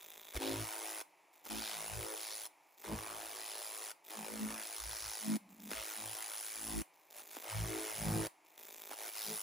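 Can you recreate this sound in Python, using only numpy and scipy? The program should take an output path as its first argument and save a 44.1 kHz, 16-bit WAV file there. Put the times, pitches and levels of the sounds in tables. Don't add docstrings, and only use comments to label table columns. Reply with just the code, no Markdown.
import sys
import numpy as np
from scipy import signal
from scipy.fft import rfft, irfft, next_fast_len
from scipy.io import wavfile
from scipy.ndimage import uniform_filter1d

SR = 44100
rng = np.random.default_rng(int(sys.argv[2]) if len(sys.argv) > 2 else 0)


def log_audio(samples):
    frames = np.atleast_2d(samples).T
    limited = np.clip(frames, -1, 1)
    pcm = np.round(limited * 32767).astype(np.int16)
    wavfile.write(sys.argv[1], SR, pcm)


N = 415422
TIME_S = np.arange(N) / SR
SCAN_HZ = 54.03
ROAR_STRETCH, RUMBLE_STRETCH = 1.09, 1.01

# (frequency [Hz], level [dB])
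EXTRACTOR_SPECTRUM = [(40, -50), (120, -26), (175, -13.5), (235, -32), (295, -3), (450, -9.5), (600, -3.5),
                      (900, 1.5), (1500, -14.5), (2300, -4.5), (3200, -17.5), (4500, -19.5), (10000, -18.5),
                      (15500, -22)]
TICK_SPECTRUM = [(100, -57), (220, -6), (400, 3.5), (900, -2), (1500, -5.5), (2500, -0.5), (3000, -6.5),
                 (3700, -2.5), (4600, -3.5), (8000, 2.5), (11500, 0), (14300, 9.5), (15800, 5)]
SIZZLE_SPECTRUM = [(120, -71), (300, -39.5), (900, 1), (1500, 1.5), (2200, 2), (3200, 2), (5000, 1),
                   (7500, 1), (9000, 7.5), (11500, -1.5), (14000, -1), (15500, 1)]
PUFF_SPECTRUM = [(100, -44), (210, -33.5), (320, -3), (430, -2), (600, 1.5), (900, -1.5), (1400, -8),
                 (2200, -8.5), (5000, -32)]
SPRAY_SPECTRUM = [(200, -54), (5000, -15), (8000, -9), (9200, -6), (10100, 1), (11000, -13), (12200, -23),
                  (14300, -10.5), (16000, -18)]
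# (frequency [Hz], side gain [dB])
SIDE_SPECTRUM = [(100, -4), (300, -2.5), (700, -11.5), (1300, -3), (2400, -24), (4500, -21), (8000, -13),
                 (15000, -24.5)]
# (frequency [Hz], right lead [turns])
PORT_PHASE = [(0, 0), (7100, 0), (8500, .5), (12100, 1.5), (15900, 2.5)]
# (time [s], level [dB])
DRONE_ENVELOPE = [(5.33, -73), (5.39, -70), (5.48, -61), (5.56, -62.5), (5.67, -53), (5.74, -59),
                  (5.8, -87)]
PASS_STARTS_S = [-.0139, 1.3168, 2.6290, 4.0339, 5.4755, 6.9357, 8.4331]
# (start [s], end [s], side [+-1], first level [dB], last level [dB], ring share [0-1])
EDGE_GRAZES = [(0, 0.37, 1, -57.5, -57.5, 0.66), (1.33, 1.45, 1, -66.5, -76, 0.3),
               (1.44, 1.496, 1, -55.5, -52, 0.14), (2.622, 2.757, 1, -81, -72, 0.02),
               (2.77, 2.845, 1, -65, -55, 0.1), (4.041, 4.107, -1, -64, -51.5, 0.23),
               (5.49, 5.585, -1, -65, -68, 0), (5.592, 5.712, -1, -62, -51, 0.23),
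               (6.933, 7.112, 1, -73.5, -72, 0), (7.104, 7.448, 1, -61, -51.5, 0.1),
               (8.449, 8.573, -1, -68.5, -69, 0.1), (8.575, 8.913, -1, -56, -53.5, 0.23)]
# (time [s], half length [s], throb pitch [Hz], throb level [dB],
# roar pitch [Hz], roar level [dB], rumble level [dB])
PLUME_FLARES = [(0.371, 0.0062, 60, -35, 326, -49, -52), (0.477, 0.09, 314, -41, 495, -50, -64),
                (0.587, 0.054, 104, -46, 322, -52, -54), (1.556, 0.061, 253, -50, 330, -55, -59),
                (1.845, 0.21, 173, -65.5, 333, -85, -77), (1.982, 0.054, 87, -48.5, 373, -56, -55),
                (2.096, 0.085, 359, -58.5, 500, -50.5, -96), (2.922, 0.031, 200, -42, 344, -47, -70),
                (2.954, 0.051, 84, -49, 330, -67, -54), (3.16, 0.18, 186, -75.5, 328, -64.5, -71),
                (4.208, 0.038, 193, -50, 330, -72, -83), (4.44, 0.097, 224, -42, 345, -58, -62),
                (4.885, 0.065, 61, -53, 330, -85, -66), (5.063, 0.043, 65.4, -58, 330, -86, -80),
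                (5.331, 0.057, 217, -34.5, 320, -49.5, -81), (5.79, 0.038, 75, -70, 614, -53, -61),
                (6.014, 0.04, 228, -60.5, 330, -72, -87), (6.08, 0.06, 115, -61, 330, -67, -70),
                (6.773, 0.11, 204, -51, 320, -49.5, -49), (7.622, 0.064, 101, -38.5, 175, -54.5, -43.5),
                (7.78, 0.1, 318, -48, 400, -48, -65), (8.126, 0.09, 159, -38, 323, -47.5, -41),
                (8.222, 0.076, 346, -44.5, 530, -47.5, -70), (9.317, 0.039, 183, -51, 425, -50, -76)]
# (time [s], level [dB])
FLAKE_POPS = [(0.366, -22), (0.372, -21), (1.462, -27.5), (1.508, -27), (2.844, -28), (2.988, -22),
              (3.025, -31), (3.062, -31), (3.329, -31), (5.715, -17), (5.733, -18.5), (7.368, -23),
              (8.894, -28), (8.913, -23.5)]
# (time [s], half length [s], centre [Hz], level [dB])
BURN_RASPS = [(0.462, 0.11, 3720, -46.5), (0.833, 0.04, 665, -60), (1.654, 0.14, 3780, -47.5),
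              (2.28, 0.12, 4570, -50), (3.503, 0.25, 4200, -53.5), (4.542, 0.067, 1030, -53.5),
              (4.53, 0.15, 2000, -53.5), (5.013, 0.32, 5050, -49.5), (5.8, 0.053, 3050, -51.5),
              (6.135, 0.24, 990, -58.5), (7.845, 0.18, 2170, -55), (7.95, 0.3, 14800, -55),
              (9.23, 0.28, 14800, -47), (9.25, 0.097, 4570, -48.5)]
# (start [s], end [s], attack [s], sizzle level [dB], sizzle trend [dB/s],
# puff level [dB], built-up spray level [dB])
COATING_BURNS = [(0.35, 0.376, 0.043, -44.5, 0, -45, -56), (0.399, 1.021, 0.05, -48.5, -4, -49.5, -53.5),
                 (1.459, 1.475, .014, -57, 0, -56, -57), (1.499, 2.472, .01, -49.5, -5, -54.5, -52.5),
                 (2.84, 3.922, 0.015, -52.5, 1.5, -52.5, -54.5), (4.099, 5.373, 0.024, -51, 1, -54.5, -52),
                 (5.7, 6.823, 0.0088, -49.5, -2, -57.5, -50), (7.15, 7.214, 0.041, -57, 6, -61, -48),
                 (7.31, 7.38, 0.031, -57.5, 0, -71, -62), (7.451, 8.274, 0.096, -48.5, 2, -50, -49),
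                 (8.906, 8.943, 0.011, -54, 2, -49.5, -50), (8.965, 9.099, .1, -50, -8, -54, -50),
                 (9.131, 9.43, 0.1, -49, -13, -55.5, -45)]


def undb(db):
    return 10 ** (np.asarray(db) / 20)


def unit(x):
    return x / np.sqrt(np.mean(x ** 2) + 1e-20)


def colour(x, points):
    size = next_fast_len(x.shape[-1] + 8192)
    size += size % 2
    hz, db = np.transpose(points)
    log_gain = np.log(undb(np.interp(np.log(np.fft.rfftfreq(size, 1 / SR) + 1), np.log(hz), db)))
    cepstrum = irfft(log_gain)
    cepstrum[1:size // 2] *= 2
    cepstrum[size // 2 + 1:] = 0
    return irfft(rfft(x, size) * np.exp(rfft(cepstrum)))[..., :x.shape[-1]]


def walk(rate_hz):
    knots = rng.standard_normal(int(N / SR * rate_hz) + 2)
    return np.interp(TIME_S * rate_hz, np.arange(len(knots)), knots) * np.sqrt(3 / 2)


def spread(mid, side):
    return mid + colour(side, SIDE_SPECTRUM) * np.array([[1], [-1]])


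def extractor(level_db=-68):
    mid, side = (unit(colour(rng.standard_normal(N), EXTRACTOR_SPECTRUM)) for _ in range(2))
    return spread(mid, undb(-5) * side) * undb(level_db + .5 * walk(8.5))


def drone():
    times_s, db = np.transpose(DRONE_ENVELOPE)
    spectrum = [(110, -28), (170, -6), (205, 7.5), (235, 0), (300, -7), (450, -51)]
    tone = unit(colour(rng.standard_normal(N), spectrum))
    return tone * undb(np.interp(TIME_S, times_s, db)) * (TIME_S > times_s[0]) * (TIME_S < times_s[-1])


def workshop(x, wheel_t60_s=0.036, room_t60_s=0.24):
    age_s = np.arange(SR // 2) / SR
    arrived = age_s > .0004
    response = 0
    for t60_s, db in ((wheel_t60_s, -12), (room_t60_s, -20)):
        echoes = rng.standard_normal((2, len(age_s))) * np.exp(-np.log(1000) * age_s / t60_s) * arrived
        response = response + undb(db) * echoes / np.sqrt(np.sum(echoes[0] ** 2))
    response = colour(response, [(150, -29.5), (500, 2), (3000, 6.5), (7000, 2.5), (10000, 5), (15000, 9)])
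    wet = signal.fftconvolve(x[None], signal.hilbert(response), axes=1)[:, :N]
    path_turns = np.array([walk(SCAN_HZ / 2), walk(SCAN_HZ / 2)])
    mid, side = (wet * np.exp(2j * np.pi * path_turns)).real
    return x + spread(mid, undb(12) * side)


def mirror():
    starts_s = np.array(PASS_STARTS_S)
    age_s = TIME_S - starts_s[np.searchsorted(starts_s, TIME_S) - 1]
    return np.sin(2 * np.pi * SCAN_HZ * age_s)


def surface(memory):
    period = round(SR / SCAN_HZ)
    swings = rng.standard_normal((N // period + 1, period))
    return unit(signal.lfilter([1], [1, -memory], swings, axis=0).ravel()[:N])


def bite(start_s, end_s, attack_s, cut_s=.005):
    return np.clip(np.minimum((TIME_S - start_s) / attack_s, (end_s - TIME_S) / cut_s) + .5, 0, 1)


def burn_gate():
    return sum(bite(*burn[:3]) for burn in COATING_BURNS)


def swells(source, table, width_oct):
    out, burning = np.zeros(N), burn_gate()
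    for time_s, half_s, centre_hz, db in table:
        near = np.abs(TIME_S - time_s) < 3 * half_s
        swell = np.exp(-((TIME_S[near] - time_s) / half_s) ** 2) * burning[near]
        hz = np.fft.rfftfreq(len(swell), 1 / SR) + 1
        sigma_oct = width_oct + 14 / centre_hz
        resonance = np.exp(-.5 * (np.log2(hz / centre_hz) / sigma_oct) ** 2)
        band = irfft(rfft(source[near] * swell) * resonance, len(swell))
        out[near] += undb(db) * unit(band) * np.sqrt(np.mean(swell ** 2))
    return out


def flares(on_spoke, lopsided=0.37, unrest=0.74, sway_db=-7):
    ignition = np.maximum(np.gradient(on_spoke), 0) * (1 + lopsided * np.sin(2 * np.pi * SCAN_HZ * TIME_S))
    strength = undb(1.3 * walk(90))
    turbulence = unit(colour(surface(memory=0.83), [(500, -1), (1500, -35)])) * on_spoke
    drive = unit(ignition) * strength + unrest * turbulence
    throbs, roars, rumbles = [], [], []
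    rumble_hz = 67
    for time_s, half_s, throb_hz, throb_db, roar_hz, roar_db, rumble_db in PLUME_FLARES:
        throbs.append((time_s, half_s, throb_hz, throb_db))
        roars.append((time_s, half_s * ROAR_STRETCH, roar_hz, roar_db))
        rumbles.append((time_s, half_s * RUMBLE_STRETCH, rumble_hz, rumble_db))
    flame = swells(drive, throbs, width_oct=0.16) + swells(drive, roars, width_oct=0.15)
    flame += swells(turbulence, rumbles, width_oct=0.51)
    sway = undb(sway_db) * walk(14) * signal.hilbert(flame).imag
    return flame + sway * np.array([[1], [-1]])


def edge_ticks(position, edge=.67, tick_width=0.0047, crackle_width=0.082, return_db=2):
    ticks, ring_share = np.zeros(N), np.zeros(N)
    returning = position * np.gradient(position) < 0
    strength = undb(return_db * returning + 0.74 * walk(110))
    for start_s, end_s, side, first_db, last_db, share in EDGE_GRAZES:
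        during = (TIME_S >= start_s) & (TIME_S < end_s)
        from_rim = np.abs(position[during] - side * edge)
        fizz = (.17 * np.exp(-from_rim / crackle_width) + 0.031) * rng.standard_normal(during.sum())
        touch = (np.exp(-from_rim / tick_width) + fizz) * strength[during]
        ticks[during] += unit(touch) * undb(np.linspace(first_db, last_db, during.sum()))
        ring_share[during] = share
    ring_spectrum = [(1500, -11), (2450, -4), (3000, -8), (3450, 9), (3900, 8), (4400, -5), (6000, -16)]
    return colour(ticks, TICK_SPECTRUM) + colour(ticks * ring_share, ring_spectrum)


def pops(decay_s=0.001):
    out, age_s = np.zeros(N), np.arange(SR // 100) / SR
    for time_s, db in FLAKE_POPS:
        snap = rng.standard_normal(len(age_s)) * np.exp(-age_s / decay_s)
        out[int(time_s * SR):][:len(age_s)] += undb(db) * snap / np.abs(snap).max()
    spectrum = [(100, -79), (250, 14), (600, 13), (2500, 4.5), (7000, -7), (15000, 0)]
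    return undb(-9.5) * colour(out, spectrum)


def burn_gains(puff_db_per_s=-7, flare_puff_db=-3.5, spray_lag_db=-14.5, spray_build_s=0.24):
    sizzle, puff, spray, flaring = np.zeros((4, N))
    for start_s, end_s, attack_s, sizzle_db, sizzle_db_per_s, puff_db, spray_db in COATING_BURNS:
        gate = bite(start_s, end_s, attack_s)
        on = gate > 0
        age_s, from_middle_s = TIME_S[on] - start_s, TIME_S[on] - (start_s + end_s) / 2
        sizzle[on] += gate[on] * undb(sizzle_db + sizzle_db_per_s * from_middle_s)
        puff[on] += gate[on] * undb(puff_db + puff_db_per_s * from_middle_s)
        spray[on] += gate[on] * undb(spray_db + spray_lag_db * np.exp(-age_s / spray_build_s))
    for time_s, half_s, *_, roar_db, _ in PLUME_FLARES:
        from_peak = np.minimum(np.abs(TIME_S - time_s) / (half_s * ROAR_STRETCH), 10)
        flaring += undb(roar_db + flare_puff_db) * np.exp(-from_peak ** 2)
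    return sizzle, np.hypot(puff, flaring * burn_gate()), spray


def ablation(exposure, afterglow=0.15, patchy_db=1.85):
    sizzle_gain, puff_gain, spray_gain = burn_gains()
    burn = (exposure + afterglow) * undb(0.44 * walk(110))
    patches_db = patchy_db * unit(uniform_filter1d(surface(memory=.995), size=60))
    grit = undb(.5 * patches_db + 1.6 * walk(2500))
    sizzle = unit(colour(surface(memory=0.45) * burn * grit, SIZZLE_SPECTRUM))
    rasp = swells(surface(memory=0.38) * burn * grit, BURN_RASPS, width_oct=0.36)
    puff = unit(colour(surface(memory=0.827) * burn * undb(patches_db), PUFF_SPECTRUM))
    spray = unit(colour(surface(memory=0.086) * burn * undb(2.3 * walk(1800)), SPRAY_SPECTRUM))
    return (undb(3) * sizzle * sizzle_gain + undb(-2.5) * rasp
            + undb(-1.5) * puff * puff_gain + undb(2.5) * spray * spray_gain)


def scene():
    position = mirror()
    on_spoke = .5 + .5 * np.tanh((.7 - np.abs(position)) / 0.022)
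    forward = np.gradient(position) > 0
    imbalance_db = 0.93 * walk(1.923) * (2 * forward - 0.5)
    laser = ablation(on_spoke * undb(imbalance_db)) + pops()
    ticks = edge_ticks(position)
    return workshop(laser + ticks / 2) + ticks / 2 + flares(on_spoke) + drone() + extractor()


def record(dry, cutoff_hz=15850):
    hz, turns = np.transpose(PORT_PHASE)
    lead = np.exp(2j * np.pi * np.interp(np.fft.rfftfreq(N, 1 / SR), hz, turns))
    ports = np.array([dry[0], irfft(rfft(dry[1]) * lead, N)])
    return signal.sosfilt(signal.ellip(10, .2, 80, cutoff_hz, fs=SR, output="sos"), ports)


dry = scene()
out = record(dry)
log_audio(out)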